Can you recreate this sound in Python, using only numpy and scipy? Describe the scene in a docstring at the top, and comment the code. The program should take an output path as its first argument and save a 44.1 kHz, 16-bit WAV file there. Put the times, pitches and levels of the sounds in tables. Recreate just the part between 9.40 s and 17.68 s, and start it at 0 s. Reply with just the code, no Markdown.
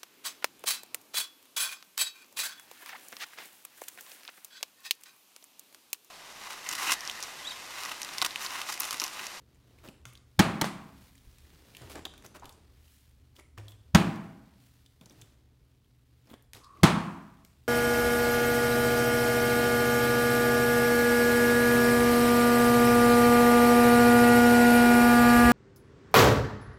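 """A hand crinkles a part-filled plastic bottle (snaps of noise with short rings), a sleeve rustles (grainy
noise) and low bumps sound over a faint hum. The first throw lands at 1 s with small bounces on a tiled ledge
in a hard bathroom; cracking noise and a drumming tone leave a wash, lingering rings and a treble hiss. Handling
and water slops (resonant noise) lead to a second landing at 4.5 s and, after an airy whistle, a third at 7.4 s."""
import sys
import numpy as np
from scipy import signal
from scipy.fft import rfft, irfft
from scipy.io import wavfile
from scipy.ndimage import uniform_filter1d

SR = 44100
rng = np.random.default_rng(int(sys.argv[2]) if len(sys.argv) > 2 else 0)


def master(y):
    """Save y as 16-bit WAV."""
    cut = np.clip(np.atleast_2d(y).T, -1, 1)
    pcm = np.round(cut * 32767)  # scale
    wavfile.write(sys.argv[1], SR, pcm.astype(np.int16))


N = 365101  # length in samples

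# sleeve and stirred air: (t/s, level/dB, brightness/dB per frequency range)
SLEEVE = [(0, -79, -2), (.43, -70.5, -1.5), (.75, -82.5, -5.5), (0.949, -76.5, 0.5), (1.5, -69.5, -0.5),
          (1.661, -67, 3), (1.78, -72, 2.5), (2.17, -67.5, 0.5), (2.53, -61.5, -1.5), (2.65, -72, -6),
          (3.18, -73.5, -3.5), (3.28, -74.5, -2.5), (3.55, -69.5, 6), (3.749, -77, 0.), (4.15, -81, -1.5),
          (4.31, -76.5, -1.5), (4.5, -76.5, -1.5), (5.13, -74, -1), (5.25, -70.5, 3.5), (5.549, -77.5, 0.5),
          (5.81, -68.5, -0.5), (6.05, -80, -2.5), (6.62, -80.5, 0.), (6.9, -76, 0.), (7.04, -81.5, -2.),
          (7.19, -87, -1), (7.4, -69.5, -4), (8.28, -77.5, 2)]
# decay of the tiled room by frequency: (f/Hz, t60/s)
TILE_DECAY = [(60, 0.22), (160, 0.79), (420, 0.6), (1100, 0.67), (2200, 0.6), (3800, 0.46), (5500, 0.53),
              (9000, 0.6), (15000, 0.13)]
LEAD_S = 0.02  # each landing starts this long before its blow


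def amp(db):
    """Turn decibels into a linear factor."""
    return 10 ** (np.asarray(db) / 20)


def evened(x):
    """Scale to an rms of 1."""
    return x / np.sqrt(np.mean(x ** 2) + 1e-20)


def read(points, hz):
    """Read a curve between its points on a logarithmic frequency axis."""
    f, value = np.transpose(points)
    return np.interp(np.log(hz + 1), np.log(f + 1), value)


def add(mix, s, sound):
    """Lay a sound into the mix at s seconds, cut at the end."""
    part = mix[round(s * SR):][:len(sound)]
    part += sound[:len(part)]


def resonate(x, hz, width):
    """Two-pole resonance of about gain 1 at its centre."""
    pole = np.exp((2j * np.pi * hz - np.pi * width) / SR)
    return 2 * signal.lfilter([1 - abs(pole)], [1, -pole], x).real


def resonate_twice(x, hz, width):
    """Two equal resonances in a row, for steeper skirts."""
    return resonate(resonate(x, hz, width), hz, width)


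def band(x, lo_hz, hi_hz):
    """Band-pass, then scale to an rms of 1."""
    sos = signal.butter(2, [lo_hz, hi_hz], "band", fs=SR, output="sos")
    return evened(signal.sosfilt(sos, x))


def coloured(count, points, tilt_db=0.):
    """Noise of rms 1 with the given spectrum, tilted in dB per octave about 2 kHz."""
    hz = np.fft.rfftfreq(count, 1 / SR)
    spectrum = rfft(rng.standard_normal(count))
    gain_db = read(points, hz) + tilt_db * np.log2((hz + 50) / 2000)
    return evened(irfft(spectrum * amp(gain_db), count))


def smooth_noise(count, window):
    """Slow random wander of rms 1, averaged over a window in samples."""
    return evened(uniform_filter1d(rng.standard_normal(count), window))


def room(x):
    """Tiled room: dense random reflections, each frequency dying at its own speed."""
    taps = np.zeros(SR)
    at = np.arange(300, SR - 10, 10) + rng.integers(0, 10, (SR - 301) // 10)
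    taps[at] = rng.choice([-1., 1.], len(at))
    hz, frames, z = signal.stft(taps, SR, nperseg=256)
    decay = amp(-60 * frames / read(TILE_DECAY, hz)[:, None])
    tail = signal.istft(z * decay, SR, nperseg=256)[1]
    return signal.fftconvolve(x, tail / np.linalg.norm(tail))[:N]


def background():
    """Steady low noise, mains hum of slightly uneven level and a wandering building rumble."""
    # spectrum of the steady noise: (f/Hz, relative level/dB)
    floor_colour = [(12, -49.5), (20, -25), (70, 3), (93, -10.5), (127, -3), (193, -18), (270, -10),
                    (367, -28), (459, -25), (499, -40.5), (590, -38), (873, -43), (16000, -44.5)]
    # course of the rumble: (t/s, level/dB)
    rumble_level = [(0, -75), (.46, -61), (.9, -68), (1.55, -63), (2.03, -60), (2.28, -65), (2.6, -56),
                    (2.83, -61.5), (3.36, -63.5), (3.65, -66.5), (4.2, -61.5), (5.16, -66), (5.5, -70.5),
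                    (6.32, -69), (6.6, -73), (7.17, -64.5), (8.28, -66.5)]
    floor_db, hum_db, hum_hz = -66, -66, 120
    t = np.arange(N) / SR
    floor = amp(floor_db) * coloured(count=N, points=floor_colour)
    hum = amp(hum_db + 0.83 * smooth_noise(N, 3000)) * np.sin(2 * np.pi * hum_hz * t)
    noise = rng.standard_normal(N)
    rumble = evened(resonate_twice(noise, 70, 22) + .7 * resonate_twice(noise, 46, 18))
    return floor + hum + amp(np.interp(t, *np.transpose(rumble_level))) * rumble


def rustle():
    """Cloth friction: grainy noise in four ranges; level and brightness follow the arm."""
    # balance of bass, low, middle and treble: (level/dB), one entry per range
    range_levels = (0.5, -4.5, 0.05, -3)
    edges_hz = (135, 450, 1500, 5000, 16500)
    grain = amp(1.71 * smooth_noise(N, 150))
    s, level_db, tilt_db = np.transpose(SLEEVE)
    t = np.arange(N) / SR
    out = np.zeros(N)
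    for k, range_db in enumerate(range_levels):
        noise = band(grain * rng.standard_normal(N), edges_hz[k], edges_hz[k + 1])
        course_db = np.interp(t, s, level_db + range_db + (k - 2) * tilt_db)
        out += amp(course_db) * noise
    return out


def bumps():
    """Low damped tones from hand, feet and ledge; the higher ones are rough with noise."""
    # soft bumps: (t/s, level/dB, f/Hz, t60/s)
    soft_bumps = [(0.444, -51, 275, 0.46), (0.486, -40.5, 236, 0.051), (0.661, -49, 122, 0.31),
                  (1.871, -45.5, 51.1, 0.093), (2.129, -53, 159, 0.2), (2.414, -47, 122, 0.38),
                  (2.447, -47.5, 88.5, 0.2), (2.556, -45, 340, 0.1), (2.66, -58, 66, 0.11),
                  (4.178, -43.5, 103.6, 0.84), (5.611, -47.5, 186, 0.16), (5.661, -45, 179.6, 0.082),
                  (5.698, -58, 275, 0.63), (5.778, -51.5, 122, 0.22), (5.821, -46.5, 117, 0.12),
                  (6.871, -54.5, 266, 0.13), (6.911, -46.5, 202.4, 0.092), (6.932, -47, 283, 0.1),
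                  (7.145, -48.5, 104, 0.12)]
    out, t = np.zeros(N), np.arange(SR // 2) / SR
    for s, db, hz, t60 in soft_bumps:
        rough = np.clip((hz - 120) / 100, 0, .9)
        fuzz = evened(resonate(rng.standard_normal(len(t)), hz, hz / 2))
        pure = np.sqrt(2) * np.sin(2 * np.pi * hz * t)
        tone = (1 - rough) * pure + rough * fuzz
        onset = 1 - np.exp(-t / 0.0019)
        add(out, s, amp(db - 60 * t / max(t60, .02)) * tone * onset)
    return out


def slops():
    """Slopping water rings the air in the bottle: resonant noise bursts, dying slowly. The faint burst at 4.0 s
    is instead the room ringing on after a snap."""
    # slops: (t/s, level/dB, f/Hz, width of each of two resonances/Hz, t60/s)
    water_slops = [(2.66, -59.5, 3600, 300, .5), (2.946, -54, 1050, 900, .27), (3.02, -48.5, 875, 585, .4),
                   (4.0, -65, 2070, 497, .32), (4.28, -61.5, 3425, 200, .4), (6.9, -68, 3350, 592, .51),
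                   (6.93, -67.5, 1730, 708, .46), (7.234, -58, 4460, 1770, .15)]
    rise_s = 0.0027
    out, t = np.zeros(N), np.arange(SR) / SR
    for s, db, hz, width, t60 in water_slops:
        ring = evened(resonate_twice(rng.standard_normal(len(t)), hz, width))
        add(out, s, amp(db - 60 * t / t60) * (1 - np.exp(-t / rise_s)) * ring)
    return out


def scuffs():
    """Hand sliding on plastic: short strokes of grainy friction noise, with some room."""
    # strokes: (t/s, time until the fade has reached 1/e/s, level/dB, brightness/dB per octave)
    strokes = [(0.431, 0.056, -54.5, -4), (0.44, 0.05, -59, 14.), (0.657, 0.054, -61.5, -0.5),
               (2.403, 0.086, -52, -6.5), (2.497, 0.053, -49, -2.5), (2.544, 0.063, -45.5, -6.5),
               (2.651, 0.017, -41, -6), (2.837, 0.035, -52, -3.5), (2.944, 0.033, -49.5, -3.5),
               (3.034, 0.047, -54.5, -16), (3.95, 0.036, -64, -1), (3.981, 0.029, -55.5, -4.5),
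               (4.171, 0.046, -52.5, -6), (4.21, 0.13, -62.5, -5.5), (4.282, 0.035, -61, 6),
               (6.886, 0.035, -60.5, -4.5), (6.892, 0.045, -59, 14.5), (6.931, 0.014, -49.5, -9),
               (7.137, 0.055, -55, -3), (7.15, 0.076, -62, -4.5)]
    friction_colour = [(150, -27.5), (300, 3.0), (16000, -1.0)]  # (f/Hz, relative level/dB)
    out = np.zeros(N)
    for s, length, db, tilt_db in strokes:
        grain = amp(4.5 * smooth_noise(8192, 40))
        noise = evened(grain * coloured(count=8192, points=friction_colour, tilt_db=tilt_db))
        part = np.arange(8192) / SR / length
        stroke = np.clip(part * 6, 0, 1) * np.exp(-part ** 4)
        add(out, s, amp(db) * noise * stroke)
    return out + amp(-13.0) * room(out)


def crinkles():
    """Each snap of the thin wall is a broad click with a short fuzzy ring; the click wakes the room most."""
    # placed crinkles: (t/s, ring level/dB, ring f/Hz, click level re ring/dB)
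    wall_snaps = [(.4763, -46.5, 3340, -10), (.4864, -44, 2700, -8), (.6539, -41, 1400, 3.5),
                  (.7267, -54, 2565, -8.5), (.733, -53.5, 10500, -4), (.7532, -47, 3320, -14.5),
                  (.7744, -51, 4103, -11), (1.7794, -58, 3190, 0), (1.9839, -60, 2480, 6.5),
                  (2.3491, -41.5, 3000, -15), (2.3685, -46.5, 2870, 2.5), (2.3984, -53, 1770, -15),
                  (2.4184, -46, 1440, -3), (2.4977, -44.5, 2590, -2), (2.5556, -43.5, 1450, 4),
                  (2.6524, -27, 3420, -19), (2.7377, -48.5, 1320, -1.5), (2.7786, -55, 3400, 7),
                  (2.824, -55, 1870, 2), (2.8459, -51, 1520, -7), (2.8619, -44, 6100, -2),
                  (2.9434, -55, 1440, -19), (2.9572, -54, 1670, -15), (2.9966, -53, 6500, -15),
                  (3.033, -50, 1300, -14), (3.0436, -48, 2930, -10), (3.0555, -43.5, 3220, -2.5),
                  (3.0934, -46, 3660, -1.5), (3.1247, -53, 6200, -14), (3.9644, -50.5, 3200, -13),
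                  (3.9968, -51, 2196, -1.5), (4.1774, -41.5, 1408, -7), (4.1829, -44, 2360, -7),
                  (4.2822, -46.5, 3368, -4), (4.3194, -49.5, 3262, -5.5), (4.601, -40.5, 3600, -5.5),
                  (4.759, -54.5, 4600, -3), (5.4615, -52, 3460, -9), (5.6111, -53, 3400, -1),
                  (5.6585, -49.5, 5700, -9.5), (5.6965, -51.5, 5670, -16), (5.708, -57, 3400, -3),
                  (5.8142, -48, 7000, -14), (5.819, -46, 3540, -6), (6.8718, -63.5, 5200, -3),
                  (6.9017, -56, 3400, -3), (6.9391, -48.5, 3220, -9), (7.0239, -59.5, 12500, -3),
                  (7.1337, -43, 2200, 3.5), (7.1482, -45, 3810, -4.5), (7.2444, -50, 4200, -9),
                  (7.3721, -54.5, 2220, -11), (7.614, -50, 4170, -14), (8.0491, -55.5, 3550, 6)]
    ring_t60 = .022  # s; the click takes 0.7 of it
    faint_per_s, faint_db, faint_click_db = 5, 13, -5  # strays: rate, most dB above the rustle, click re ring
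    rings, clicks, t = np.zeros(N), np.zeros(N), np.arange(3000) / SR
    when, size, pitch = rng.random((int(faint_per_s * N / SR), 3)).T
    when = when * N / SR
    s, db, _ = np.transpose(SLEEVE)
    faint_level = np.interp(when, s, db) + faint_db * size
    faint = zip(when, faint_level, 2000 * 5 ** pitch, np.full(len(when), faint_click_db))
    for s, db, hz, click_db in [*wall_snaps, *faint]:
        a, b = rng.standard_normal((2, 3000))
        ring = evened(resonate(a, hz, 0.14 * hz))
        click = band(b, hz / 3.1, min(5.1 * hz, 16000))
        add(rings, s, amp(db - 60 * t / ring_t60) * ring)
        add(clicks, s, amp(db + click_db - 60 * t / (.7 * ring_t60)) * click)
    return rings + clicks + amp(-5) * room(clicks + 0.44 * rings)


def whistle():
    """Air whistles past the spinning bottle in the last flight: a fuzzy wavering tone."""
    start_s, end_s, rise_s = 7.19, 7.43, .05  # the fall takes as long as the rise
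    db, hz, width_hz = -57, 1120, 150
    t = np.arange(N) / SR
    tone = evened(resonate_twice(rng.standard_normal(N), hz, width_hz))
    fade_in = np.clip((t - start_s) / rise_s, 0, 1)
    fade_out = np.clip((end_s - t) / rise_s, 0, 1)
    return amp(db) * tone * fade_in * fade_out


def echoes(echo_db, waves_db, air_db, tilt_db):
    """The tiles return a dense wash, the top dying fast; resonances linger under a faint treble hiss."""
    # colour of the wash: (f/Hz, relative level/dB)
    echo_colour = [(40, -46), (79, -17), (100, -6), (149, -3), (202, 1.5), (274, -11), (338, -10.5),
                   (458, -18.5), (803, -16), (1140, -18.5), (1500, -20.5), (2470, -24), (4200, -30),
                   (5500, -39.5), (9000, -44.5), (16000, -56.5)]
    # near reflections above the late wash: (f/Hz, level/dB)
    near_reflections = [(200, -7), (1000, -1.), (3000, 2.5), (8000, 11), (16000, 9.)]
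    # low standing waves: (f/Hz, level/dB, t60 before the cap below/s)
    standing_waves = [(102, -9, 0.25), (111, -9, 0.15), (147, -13.5, 0.46), (166.3, 2, 1), (178, -13.5, .4),
                      (203, -3.5, 1), (181, -11, 0.58), (234, -9, .6), (249, -12.5, .5), (294, -7, .35),
                      (331.7, -7, 1), (368, -12.5, 0.4)]
    # lingering higher resonances: (f/Hz, level/dB, t60/s)
    lingering_rings = [(269, -5, 1.4), (421, -13, 0.12), (660, -2, 0.87), (796, -2.5, 0.86),
                       (838, -2.5, 0.37), (994, -2, 0.32), (1005, -8, 0.82), (1130, -5, 0.3),
                       (1260, -2.5, 0.23), (1547, -5.5, 0.34), (2013, -9, 0.47), (2230, -6.5, 0.28),
                       (2390, -9.5, .4), (2440, -9, 0.26), (3220, -16, .3)]
    longest_wave_t60, longer = .72, 1.212  # s; factor on the tile decay times
    rings_db, boom_db, boom_hz = -16, -7.5, 68  # rings re wash; the ledge's low boom re standing waves
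    hiss_db, hiss_share, hiss_s = -63, .4, 0.58  # level at an echo of -21 dB, dB per echo dB, length
    t = np.arange(SR) / SR

    air = evened(resonate_twice(rng.standard_normal(SR), 1030, 600))  # air in the bottle: Hz, width Hz
    colour = coloured(count=SR, points=echo_colour, tilt_db=tilt_db) + amp(air_db) * air
    hz, frames, z = signal.stft(colour, SR, nperseg=256)
    early = amp(read(near_reflections, hz)[:, None] - 60 * frames / 0.3)
    late = amp(-60 * frames / longer / read(TILE_DECAY, hz)[:, None])
    wash = signal.istft(z * late * (1 + early), SR, nperseg=256)[1][:SR]

    waves = amp(boom_db - 60 * t / 0.47) * np.sin(2 * np.pi * boom_hz * t)
    for f, db, t60 in standing_waves:
        phase = rng.uniform(0, 2 * np.pi)
        waves += amp(db - 60 * t / min(t60, longest_wave_t60)) * np.sin(2 * np.pi * f * t + phase)

    a, b = rng.standard_normal((2, SR))
    rings = np.zeros(SR)
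    for f, db, t60 in lingering_rings:
        rings += amp(db - 60 * t / t60) * evened(resonate(a, f, 4 + f / 70))

    uneven = amp(3 * smooth_noise(SR, 130))
    hiss_level = amp(hiss_db + hiss_share * (echo_db + 21) - 41 * t)
    hiss_end = np.exp(-(t / hiss_s) ** 6)  # it stops rather suddenly
    hiss = evened(uneven * band(b, 2500, 16500)) * hiss_level * hiss_end

    quick = 1 - np.exp(-t / 0.0018)
    slow = 1 - np.exp(-(t / 0.068) ** 2)  # the low waves swell in slowly after the blow
    bright = amp(echo_db) * wash + amp(echo_db + rings_db) * rings + hiss
    return bright * quick + amp(waves_db) * waves * slow


def landing(crack_db, thump_db, overtone, contact, tilt_db):
    """The base cracks on the tile and drums at full strength for some milliseconds, then drops steeply."""
    # spectrum of the crack: (f/Hz, relative level/dB)
    crack_colour = [(180, -32.5), (300, 7.5), (400, -9), (565, -8), (1280, -12), (3400, -22.5), (4160, -19),
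                    (15200, -36.5), (16000, -40)]
    # modes of the bottle shell: (f/Hz, width/Hz, level/dB)
    shell_modes = [(865, 160, -1.5), (1317, 9.3, 8.5), (1666, 100, -0.5), (2000, 450, -3.5),
                   (3120, 290, -7.5), (3260, 130, -8.5), (4020, 36, -10.5), (5700, 720, -15),
                   (6340, 130, -18.5)]
    drum_hz, drum_lag_s = 170, .001
    second_s, second_share = .007, 0.4  # the far rim slaps down just after the first touch
    t = np.arange(4096) / SR - LEAD_S
    after = np.maximum(t, 0)
    held = 1 / (1 + np.exp(np.clip((t - contact) / 0.001, -50, 50)))  # full level, then a steep drop

    noise = coloured(count=4096, points=crack_colour, tilt_db=tilt_db)
    shell = evened(sum(amp(db) * resonate(noise, f, w) for f, w, db in shell_modes))
    second = second_share * (t > second_s) * np.exp(-abs(t - second_s) / .0015)
    touches = np.exp(-after / 0.0016) + second
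    crack = noise * (0.78 * touches + 0.3 * np.exp(-after / 0.0055) * held)
    crack += .5 * shell * np.exp(-after / 0.033) * held
    crack *= 1 - np.exp(-after / 0.00041)

    drum = np.maximum(t - drum_lag_s, 0)
    turns = drum_hz * drum * (1 + 0.13 * np.exp(-drum / 0.018))  # the pitch sags as the base flattens
    tones = np.sin(2 * np.pi * turns) + overtone * np.sin(2 * np.pi * 322 * drum)
    thump = tones * (1 - np.exp(-drum / 0.0027)) * held
    # a low swing swells and fades round the blow
    low_swing = 0.41 * np.sin(2 * np.pi * 105 * t) * np.exp(-((t - .005) / 0.007) ** 2)
    return amp(crack_db) * crack + amp(thump_db) * np.sqrt(2) * (thump + low_swing)


def landings():
    """Every landing and bounce strikes the ledge and then sets off its own echoes."""
    # blows: (t/s, crack level/dB, thump level/dB, overtone share, time at full strength/s,
    # brightness/dB per octave, echo level/dB, low wave level/dB, bottle air in the echo/dB,
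    # echo brightness/dB per octave)
    blows = [(.992, -12.5, -13, 0.47, 0.019, 3, -25, -28, -11.5, 0.4),
             (1.213, -18.5, -43, .1, 0.009, 4.5, -40, -70, -6, -1.3),
             (1.2192, -22, -32, .3, 0.0092, -6.7, -39.5, -46, -10.5, 1.5),
             (1.243, -23.5, -56, .1, 0.0029, 0.5, -45, -45, -6, 4),
             (4.548, -8.5, -7.5, .15, .0145, 1.86, -23, -24, -16, 0),
             (7.433, -11, -8.5, 0.52, 0.016, 3, -22.5, -21, -4.5, 1.03)]
    out = np.zeros(N)
    for s, crack_db, thump_db, overtone, contact, tilt_db, *echo in blows:
        add(out, s - LEAD_S, landing(crack_db, thump_db, overtone, contact, tilt_db))
        add(out, s + .004, echoes(*echo))
    return out


def scene():
    """Sum all layers into one channel."""
    surroundings = background() + rustle() + bumps()
    handling = slops() + scuffs() + crinkles() + whistle()
    return (surroundings + handling + landings())[None]


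def record(dry):
    """Soft overload at the peaks, then a steep low-pass."""
    ceiling, edge_hz = .8, 15900
    soft = ceiling * np.tanh(dry / ceiling)
    lowpass = signal.firwin(511, edge_hz, window=("kaiser", 9), fs=SR)
    return signal.oaconvolve(soft, lowpass[None], "same")


dry = scene()
out = record(dry)
master(out)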